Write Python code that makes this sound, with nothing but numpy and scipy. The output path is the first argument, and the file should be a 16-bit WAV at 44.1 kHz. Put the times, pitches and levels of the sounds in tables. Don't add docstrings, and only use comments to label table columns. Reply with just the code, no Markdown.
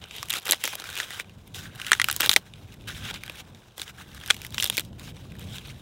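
import sys
import numpy as np
from scipy import signal
from scipy.fft import rfft, irfft, next_fast_len
from scipy.io import wavfile
from scipy.ndimage import uniform_filter1d, map_coordinates

SR = 44100
rng = np.random.default_rng(int(sys.argv[2]) if len(sys.argv) > 2 else 0)


def file_out(sig):
    cols = np.atleast_2d(sig).T
    lim = np.clip(cols, -1, 1)
    pcm = np.round(lim * 32767).astype(np.int16)
    wavfile.write(sys.argv[1], SR, pcm)


N = 256220

# (time [s], relative level [dB])
WIND_LEVEL = [(0,-52.5),(.37,-53),(.5,-61),(.86,-54),(1.12,-57.5),(1.57,-48),(1.75,-48),(1.91,-53.5),(2.07,-49.5),(2.46,-52),(3.06,-44),(3.2,-50.5),(3.5,-50.5),(3.75,-59),(4.06,-50.5),(4.37,-47.5),(5.13,-45.5),(5.7,-45),(5.81,-50)]
# (frequency [Hz], gain [dB])
RUMBLE_SPECTRUM = [(12, -45), (20, -13), (83, 0.5), (103, 1.5), (207, -6), (348, -17.5), (386, -20),
                   (441, -19.5), (700, -24.5), (910, -66), (1540, -120)]
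# (frequency [Hz], gain [dB])
LEAF_SPECTRUM = [(180, -48), (300, -16.5), (337, -2.5), (470, -9.5), (555, -9), (842, -10), (1030, -11),
                 (1610, -25), (3700, -27), (16000, -54)]
# (start [s], length [s], first relative level [dB], last relative level [dB],
# relative brightness [dB], relative hollow scrape [dB])
FINGER_STROKES = [(0.018,0.062,-49,-48,-11,-7.5),(0.097,.1,-48,-41,-7,-17),(0.203,0.084,-46,-50.5,-0.5,-9),(0.299,0.075,-41,-34.5,-3,-7.5),(.38,0.081,-47,-54,-4.5,-12),
                  (0.453,0.088,-41.5,-38,-1.5,-5.5),(0.557,0.089,-49,-43,-0.5,-11),(0.642,0.11,-32.5,-45.5,0,-10),(0.769,0.055,-47,-45.5,-4.5,-3),(0.849,0.17,-48,-37.5,-1,-1.5),
                  (1.032,0.076,-44,-47.5,-1,-2.5),(1.115,0.097,-43,-46,-2.5,-2.5),(1.179,0.029,-42.5,-36.5,-4,-4),(1.217,0.1,-58,-65,-6,-4),(1.472,0.055,-59,-66,-4,-14),(1.545,0.033,-42.5,-46.5,0,-15),(1.582,0.072,-44,-51,2,1),(1.659,0.048,-47,-57.5,-3,1.5),(1.71,.08,-55,-57,-5,-2),
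                  (1.78,0.12,-50,-44,0.5,1),(1.916,0.064,-40,-43,-2,-8),(1.993,0.2,-49.5,-49.5,4,-2.5),(2.2,0.05,-36.5,-31,2,-1.5),(2.261,0.018,-39,-44.5,4.5,-14),
                  (2.297,0.056,-42,-49.5,5.5,-18),(2.368,0.016,-34,-47,4,-4),(2.4,0.14,-61,-66,-3.5,-5),(2.54,0.12,-61,-59,-3,-7),(2.678,0.068,-55,-57,-2,-7),(2.802,0.089,-60,-56,-5,-6),(2.878,0.049,-37.5,-43,-2.5,0),(2.932,0.069,-44,-46.5,-1.5,-5.5),(3.008,0.1,-44,-37.5,-6,-6.5),
                  (3.134,0.028,-43,-37.5,-7,-4.5),(3.17,.06,-51,-53.5,-5,-9),(3.233,0.13,-48,-49.5,-5,-4),(3.373,0.026,-49.5,-38.5,-3.5,-10),(3.434,0.32,-65,-65.5,-3,-4),(3.769,0.062,-52,-45,5.5,-3),
                  (3.857,0.04,-52.5,-45.5,-1.5,1),(3.941,0.084,-57.5,-46,-2.5,0.5),(4.045,0.13,-63,-49,-0.5,0),(4.192,.12,-55,-42.5,-1.5,-3),(4.297,0.052,-42,-49.5,5,-12),
                  (4.363,0.098,-55,-47,1,-6),(4.47,.05,-63,-63,2,-10),(4.518,0.055,-52,-48,-1,-12),(4.584,0.099,-41,-43,1.5,-20),(4.702,0.06,-49,-42.5,3.5,-14),(4.777,0.032,-35.5,-43.5,3,-8),(4.818,.04,-58,-57,3.5,-11),
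                  (4.988,.03,-52.5,-54,-2,-1.5),(5.031,0.076,-49,-48,-1.5,-9),(5.148,0.12,-55.5,-57.5,-2.5,-7.5),(5.297,0.072,-59,-56,-6.5,-6),(5.388,0.041,-52.5,-46,-5,-8),(5.439,0.12,-51.5,-45,-2,-10.5),(5.57,0.064,-49,-52.5,-4,-10),(5.631,0.077,-50,-48.5,-3.5,-10.5),(5.702,0.12,-54.5,-64.5,-2,-6)]
# (frequency [Hz], gain [dB])
SHEET_SPECTRUM = [(240, -30.5), (400, -5), (666, -8), (777, -3), (839, -6.5), (1420, -15.5), (2120, -7),
                  (2510, -8.5), (3020, -6), (3580, -3), (3810, 0.5), (4380, -12), (13500, -23),
                  (15300, -22.5), (16000, -14)]
# (time [s], relative level [dB], pitch of the freed patch [Hz], relative tick level [dB],
# relative thud level [dB])
BARK_SNAPS = [(.04,-28,2950,-28,-13),(.1102,-27,2680,-25,-24),(.1516,-31,3120,-18,-32),(.183,-23,3180,-17,-35),
              (.229,-19,1140,1.5,-17),(.2566,-38,3380,9,-28),(.2857,-32,3060,4,-31),(.2975,-25.5,2730,8,-29),(.303,-11.5,3520,0,-40),(.306,-17,3230,3,-31),(.3094,-17,3420,-7,-29),(.3207,-22,2800,-9,-32),
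              (.3292,-19.5,2680,4,-15),(.3375,-11.5,3170,-3.5,-17),(.3543,-23,2340,4,-19),(.3603,-21.5,1240,-10,-13),(.369,-17.5,3800,-2,-15),
              (.3837,-33,3920,11,-33),(.3977,-36,4180,8,-20.5),(.4312,-40,3320,5,-21.5),(.4552,-30.5,3200,12,-13.5),(.4617,-29,2930,-18,-4.5),
              (.4658,-23.5,2730,-16,-8),(.4707,-20,1980,0,-15),(.481,-24,1290,8,-6),(.4918,-9.5,3580,-7,-14),(.4962,-16,3370,-6,-35),
              (.4988,-11,3380,-4,-13),(.5102,-10.5,3360,10,-18),(.5215,-3.5,3900,5.5,-16),(.5289,-12,4000,-16,-18),(.5327,-9.5,1940,-3,-9.5),
              (.5449,-23,3140,-1,-20),(.6391,-15.5,2030,7,-18.5),(.6445,-23,3700,1,-6),(.6476,-21.5,1950,-13,-7),(.6539,-16,3340,4.5,-13),
              (.6608,-24,3120,5,-14),(.6763,-17.5,2080,5,-8),(.7296,-26,2440,0,-4.5),(.7338,-23.5,1500,-20,-7),(.754,-25.5,3290,11,-7),
              (.7993,-26,3950,2,-9),(.8202,-28.5,1330,-17,-8),(.8406,-25.5,1350,-5.5,-15),(.856,-28,2450,-18,-29),(.8905,-26,3630,-8,-7.5),
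              (.9014,-26.5,3760,1.5,-29),(.929,-29,3700,-1,-26),(.9545,-24.5,2520,3,-28),(.967,-19.5,2620,-13,-23),(.976,-20,2720,-1,-17),(.9867,-20,2690,0,-17.5),(1.0009,-12,1730,-13,-17),
              (1.0313,-23,3120,-17,-20),(1.106,-21,1960,-4.5,-16),(1.1983,-16.5,2300,-3.5,-15.5),(1.2447,-40,2300,-14,-7),(1.2956,-39,2780,-5,-25),(1.4767,-45,3400,10,-24),(1.5459,-26,3480,-6,-30),(1.6093,-32,3540,-9,-28),(1.7504,-40,1590,6,-19),(1.7578,-34,2950,3,-28),
              (1.799,-24.5,1470,-16,-37),(1.8162,-18.5,2840,-7,-39),(1.8468,-25,2780,-19,-28),(1.8662,-17,3030,-4.5,-33),(1.8825,-23,2850,-8,-22),
              (1.911,-22,2670,-2,-30),(1.9177,4,1500,-9.5,-41),(1.92,-14,1550,-18,-8),(1.9315,0,1850,-18,-34),(1.9354,-11,2000,-16,-41),
              (1.9506,-19,1570,-7,-18),(1.9983,-5.5,1880,-23,-44),(2.016,-5,2100,-2.5,-47),(2.0173,-11,1560,-17,-33),(2.0432,-8,2780,-0.5,-30),
              (2.086,-6.5,1380,-8.5,-28),(2.0907,-21,1610,-18,-38),(2.0992,-10,1500,-27,-41),(2.1131,-13.5,3500,6,-19),(2.1269,-22,3060,8,-35),
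              (2.1638,-20.5,3250,11,-15),(2.2014,-15,1100,-7,-22),(2.2045,-9,1540,-9,-15),(2.2067,-11.5,3000,8,-22),(2.2113,-16,3300,2,-12),
              (2.2188,-5.5,3220,-18,-29),(2.2315,-9,2850,-13,-15),(2.2366,-16,1550,-2,-6.5),(2.2412,-14,3400,-13,-12),(2.2448,-20,3100,-6,-14),
              (2.261,-9,3770,-3,-18),(2.2714,-21,3210,-4,-5),(2.2937,3,3630,-9,-42),(2.296,-9.5,2720,-9,-38),(2.302,-19,3340,3,-12.5),
              (2.306,-24,3810,3,-35.5),(2.3142,-6.5,3710,-2,-30),(2.3185,-21,3510,5.5,-22),(2.3261,-18,3270,2,-43),(2.332,-5.5,3080,-9,-41),
              (2.3377,-13.5,3700,6.5,-21),(2.3625,3.5,2060,-5,-21),(2.3662,-7.5,3340,-7,-10.5),(2.537,-29,3500,-25,-28),(2.7223,-37,2820,-16,-21),(2.7412,-44,2070,6,-23),(2.8102,-40,3500,-16,-21),(3.0487,-29,3570,-17,-20),(3.1103,-23.5,3400,-10,-6.5),
              (3.1413,-22.5,3530,-18,-11),(3.2356,-24,2190,-4,-24),(3.2626,-32,3790,-1,-22),(3.279,-26,3240,-9,-15),(3.297,-22,2520,-5.5,-10.5),(3.5478,-39,3700,-8,-13.5),
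              (3.7799,-29,3430,6,-6),(3.7968,-21,3400,-8,-13),(3.8171,-13,3580,-8,-29),(3.879,-29,3100,-14,-23),(4.1473,-35.5,1250,5,-26),(4.2008,-34,3320,-4,-21),(4.2125,-32,3350,-13,-14),(4.237,-27,1680,-18,-20),
              (4.261,-26,3730,3,-30),(4.2769,-20,3660,-2.5,-40),(4.2845,-23,1640,-20,-31),(4.2995,-29,3470,-6,-28),(4.303,-0.5,1550,-13,-23),
              (4.307,1.5,3410,-14,-29),(4.3104,-16,1550,-16,-22),(4.3172,-28,2510,-9,-22),(4.344,-26.5,2320,0,-32),(4.3661,-28,3250,0,-12),
              (4.39,-37,3560,-14,-20),(4.4175,-30.5,2510,6,-23),(4.4484,-22,2080,-2.5,-30),(4.4658,-30.5,3120,8,-24),(4.5058,-40,3920,9,-15),(4.5241,-34,3400,0,-18),(4.5444,-18,3630,-4,-22),(4.5813,-9,2730,-22,-37),
              (4.6003,-7,3100,-17,-30),(4.607,-20,3730,3,-35),(4.6252,-6.5,3750,-4,-26),(4.6326,-14,3450,-3,-42),(4.6425,-11,3460,6,-16),
              (4.6555,-15.5,3770,-5,-31),(4.6622,-16,3640,-1,-17.5),(4.6741,-21,3640,2,-31),(4.6993,-9.5,3330,3.5,-15.5),(4.7266,-29,3700,-7,-7),
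              (4.7699,-19,3470,9,-35),(4.7793,-8.5,2360,.5,-13),(4.7815,-19,2130,6.5,-18),(4.7844,-10.5,4380,-10,-26),(4.7961,-16.5,3340,5,-14),
              (4.8068,-26,3800,5,-16),(4.8494,-43,3320,7.5,-19),(4.93,-42,3070,-21.5,-1.5),(4.996,-33,3850,2.5,-22),(5.1664,-31,3600,-16,-10),(5.3205,-36.5,2550,-5,-6),(5.353,-39,1820,-7,-16),
              (5.3946,-35,2550,4,-9),(5.567,-34,2690,6,-24),(5.5831,-24.5,3620,-11,-35)]
# (frequency [Hz], gain [dB])
CRACK_SPECTRUM = [(180, -41), (300, -18.5), (486, -33.5), (701, -5), (870, 2), (1900, 6.5), (3700, 9.5),
                  (4520, 1.5), (10000, -2), (14000, -44), (16000, -34.5)]
# (frequency [Hz], 60 dB decay time [s])
NEAR_DECAY = [(300, 0.12), (2000, 0.021), (12000, 0.015)]

LEAVES_DB = -61.5
RISE_S, FALL_DB_PER_S = 0.0076, 902
REST_DB, REST_BRIGHT_DB, REST_HOLLOW_DB = -65, 0, -3.5
DULL_DB, DULL_REF_DB, DULL_GROWS = -60, -49.5, 0.55
SMALL_PER_S, SMALL_DB, SMALL_SPREAD_DB = 49, 8.5, 2
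SMALL_HZ, SMALL_TICK_DB, SMALL_THUD_DB = 3170, -5, -23.5
DECAY_S, DECAY_REF_HZ, DECAY_REF_DB = 0.0063, 2500, -12.5
PITCH_EXPONENT, SHORTER_DB_PER_DB = 0.47, 0.15
TOP_HZ = 15800


def amp(db):
    return 10 ** (np.asarray(db) / 20)


def unit(x):
    return x / np.sqrt(np.mean(x ** 2) + 1e-20)


def peak_one(rows):
    return rows / np.abs(rows).max(axis=1, keepdims=True)


def along(points, hz):
    f, v = np.transpose(points)
    return np.interp(np.log(hz + 1), np.log(f + 1), v)


def curves(rows):
    times, *columns = np.transpose(rows)
    return [np.interp(np.arange(N) / SR, times, c) for c in columns]


def wobble(rate):
    knots = rng.standard_normal(int(N * rate / SR) + 4)
    return map_coordinates(knots, [np.arange(N) * rate / SR])


def filtered(x, response):
    n = x.shape[-1]
    padded = next_fast_len(2 * n if n < SR else n + SR // 2)
    return irfft(rfft(x, padded) * response(np.fft.rfftfreq(padded, 1 / SR)), padded)[..., :n]


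def coloured(x, spectrum):
    size = 4096
    gain = amp(along(spectrum, np.fft.rfftfreq(size, 1 / SR)))
    cepstrum = irfft(np.log(gain + 1e-6))
    cepstrum[1:size // 2] *= 2
    cepstrum[size // 2 + 1:] = 0
    kernel = irfft(np.exp(rfft(cepstrum)))
    kernel = kernel.reshape((1,) * (x.ndim - 1) + (-1,))
    return signal.fftconvolve(x, kernel, axes=-1)[..., :x.shape[-1]]


def band(x, lo_hz, hi_hz):
    return signal.sosfilt(signal.butter(2, [lo_hz, hi_hz], "bandpass", fs=SR, output="sos"), x)


def part(x, lo_hz, hi_hz):
    below = lambda f, hz: 1 / (1 + (f / (hz + 1e-6)) ** 12)
    return filtered(x, lambda f: below(f, hi_hz) - below(f, lo_hz))


def placed(rows, times):
    at = np.round(times * SR).astype(int)[:, None] + np.arange(rows.shape[1])
    return np.bincount(at.ravel(), rows.ravel(), N + SR)[:N]


def air():
    rumble_db, = curves(WIND_LEVEL)
    lumps = amp(1.2 * wobble(9) + 1.3 * wobble(25))
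    rumble = unit(lumps * coloured(rng.standard_normal(N), RUMBLE_SPECTRUM))
    leaves = unit(amp(1.2 * wobble(4)) * coloured(rng.standard_normal(N), LEAF_SPECTRUM))
    return amp(rumble_db + 2.5) * band(rumble, 32, 900) + amp(LEAVES_DB) * leaves


def hands():
    columns = (c[:, None] for c in np.transpose(FINGER_STROKES))
    start, length, first_db, last_db, bright_db, hollow_db = columns
    control_s = np.arange(0, N, 32) / SR
    t = control_s - start
    db = first_db + (last_db - first_db) * np.clip(t / length, 0, 1)
    db = db - FALL_DB_PER_S * np.maximum(t - length, 0)
    onset = np.clip(t / RISE_S + 1, 0, 1)
    power, rest = (amp(db) * onset) ** 2, amp(2 * REST_DB)
    total = power.sum(axis=0) + rest
    share = lambda db, rest_db: ((power * db).sum(axis=0) + rest * rest_db) / total
    bright, hollow = share(bright_db, REST_BRIGHT_DB), share(hollow_db, REST_HOLLOW_DB)
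    return curves(np.transpose([control_s, 10 * np.log10(total), bright, hollow]))


def patchy(x, patchy_db):
    z = signal.stft(x, nperseg=256)[2]
    field = uniform_filter1d(rng.standard_normal(z.shape), size=4, axis=0)
    field = uniform_filter1d(field, size=12, axis=1)
    return signal.istft(z * amp(patchy_db * unit(field)), nperseg=256)[1][:N]


def rustle_grains():
    chance = rng.random(N) < 700 / SR * amp(4 * wobble(30))
    s = np.flatnonzero(chance) / SR
    size_db = np.minimum(4.7 * rng.exponential(size=(len(s), 1)), 14)
    pitch = rng.standard_normal((len(s), 1))
    hz = np.clip(3000 * np.exp(.5 * pitch), 600, 12000)
    t = np.arange(256) / SR
    flake = np.sin(2 * np.pi * hz * t) * np.exp(-hz * t / 5.0)
    tick = 1.4 * rng.standard_normal((len(s), len(t))) * amp(-60 * t / 0.0053)
    return unit(placed(amp(size_db) * (flake + tick), s))


def rustle():
    level_db, bright_db, hollow_db = hands()
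    dull_db = DULL_DB + DULL_GROWS * (level_db - DULL_REF_DB)
    hiss = unit(amp(1.5 * wobble(25) + 2.5 * wobble(70)) * rng.standard_normal(N))
    source = amp(-4.5) * rustle_grains() + amp(2) * hiss
    sheet = patchy(coloured(source, SHEET_SPECTRUM), patchy_db=1.4)
    cavity = lambda f: 1 + 4.5j * f * 260 / (1500 ** 2 - f * f + 1j * f * 260)
    dull = unit(part(sheet, 0, 1370))
    hollow = unit(filtered(part(sheet, 1100, 1970), cavity))
    middle = unit(part(sheet, 2100, 3640))
    bright = unit(part(sheet, 4400, SR))
    upper = amp(hollow_db - 1.44) * hollow + amp(-2.5) * middle + amp(bright_db + 1.0) * bright
    return amp(dull_db) * dull + amp(level_db) * upper


def small_snaps():
    count = int(SMALL_PER_S * N / SR)
    s = rng.random(count) * N / SR
    z = np.clip(rng.standard_normal((count, 4)), -2, 2)
    busy_db = hands()[0][(s * SR).astype(int)]
    db = busy_db + SMALL_DB + SMALL_SPREAD_DB * z[:, 0]
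    hz = SMALL_HZ * np.exp(.25 * z[:, 1])
    return np.transpose([s, db, hz, SMALL_TICK_DB + 6 * z[:, 2], SMALL_THUD_DB + 6 * z[:, 3]])


def snaps():
    s, db, hz, tick_db, thud_db = (c[:, None] for c in np.vstack([BARK_SNAPS, small_snaps()]).T)
    t = np.arange(1536) / SR
    decay_s = DECAY_S * (DECAY_REF_HZ / hz) ** PITCH_EXPONENT
    decay_s = np.clip(decay_s * amp(-SHORTER_DB_PER_DB * (db - DECAY_REF_DB)), .002, .03)
    noise = rng.standard_normal((len(s), 4, len(t)))
    dying = lambda life: (1 - np.exp(-t / 0.00019)) * amp(-60 * t / life)
    drift = .07 * np.cumsum(noise[:, 0], axis=1)
    ring = peak_one(np.sin(2 * np.pi * hz * t + drift) * dying(1.07 * decay_s))
    crack_envelope = dying(.5 * decay_s) + amp(-11.0) * dying(2.93 * decay_s)
    crack = coloured(noise[:, 1] * crack_envelope, CRACK_SPECTRUM)
    tick_envelope = dying(0.0024) + amp(-19.5) * dying(0.99 * decay_s)
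    tick = peak_one(band(noise[:, 2] * tick_envelope, 4800, 15500))
    patch = lambda f: 1.0 + 1j * f * 0.32 * hz / (hz * hz - f * f + 1j * f * 1.3 * hz)
    crack = peak_one(filtered(crack, patch))
    body = band(amp(-6.0) * ring + amp(-5.0) * crack, 840, 11000)
    thud = peak_one(band(noise[:, 3] * dying(2.2 * decay_s), 250, 1100))
    snap = band(body, 800, 17000) + amp(tick_db - 3.3) * tick + amp(thud_db - 3.5) * thud
    return placed(amp(db + 2.0) * snap, s[:, 0])


def surroundings(x):
    hz, t, z = signal.stft(rng.standard_normal(SR // 4), SR, nperseg=128)
    decay = amp(-60 * t / along(NEAR_DECAY, hz)[:, None])
    tail = signal.istft(z * decay, SR, nperseg=128)[1]
    delayed = np.pad(x, (90, 0))
    return signal.fftconvolve(delayed, tail / np.linalg.norm(tail))[:N]


def scene():
    bark = snaps()
    return (air() + rustle() + bark + amp(-18) * surroundings(bark))[None]


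def record(dry):
    clipped = dry / (1 + np.abs(dry) ** 8) ** (1 / 8)
    return filtered(clipped, lambda hz: 1 / (1 + (hz / TOP_HZ) ** 120))


dry = scene()
out = record(dry)
file_out(out)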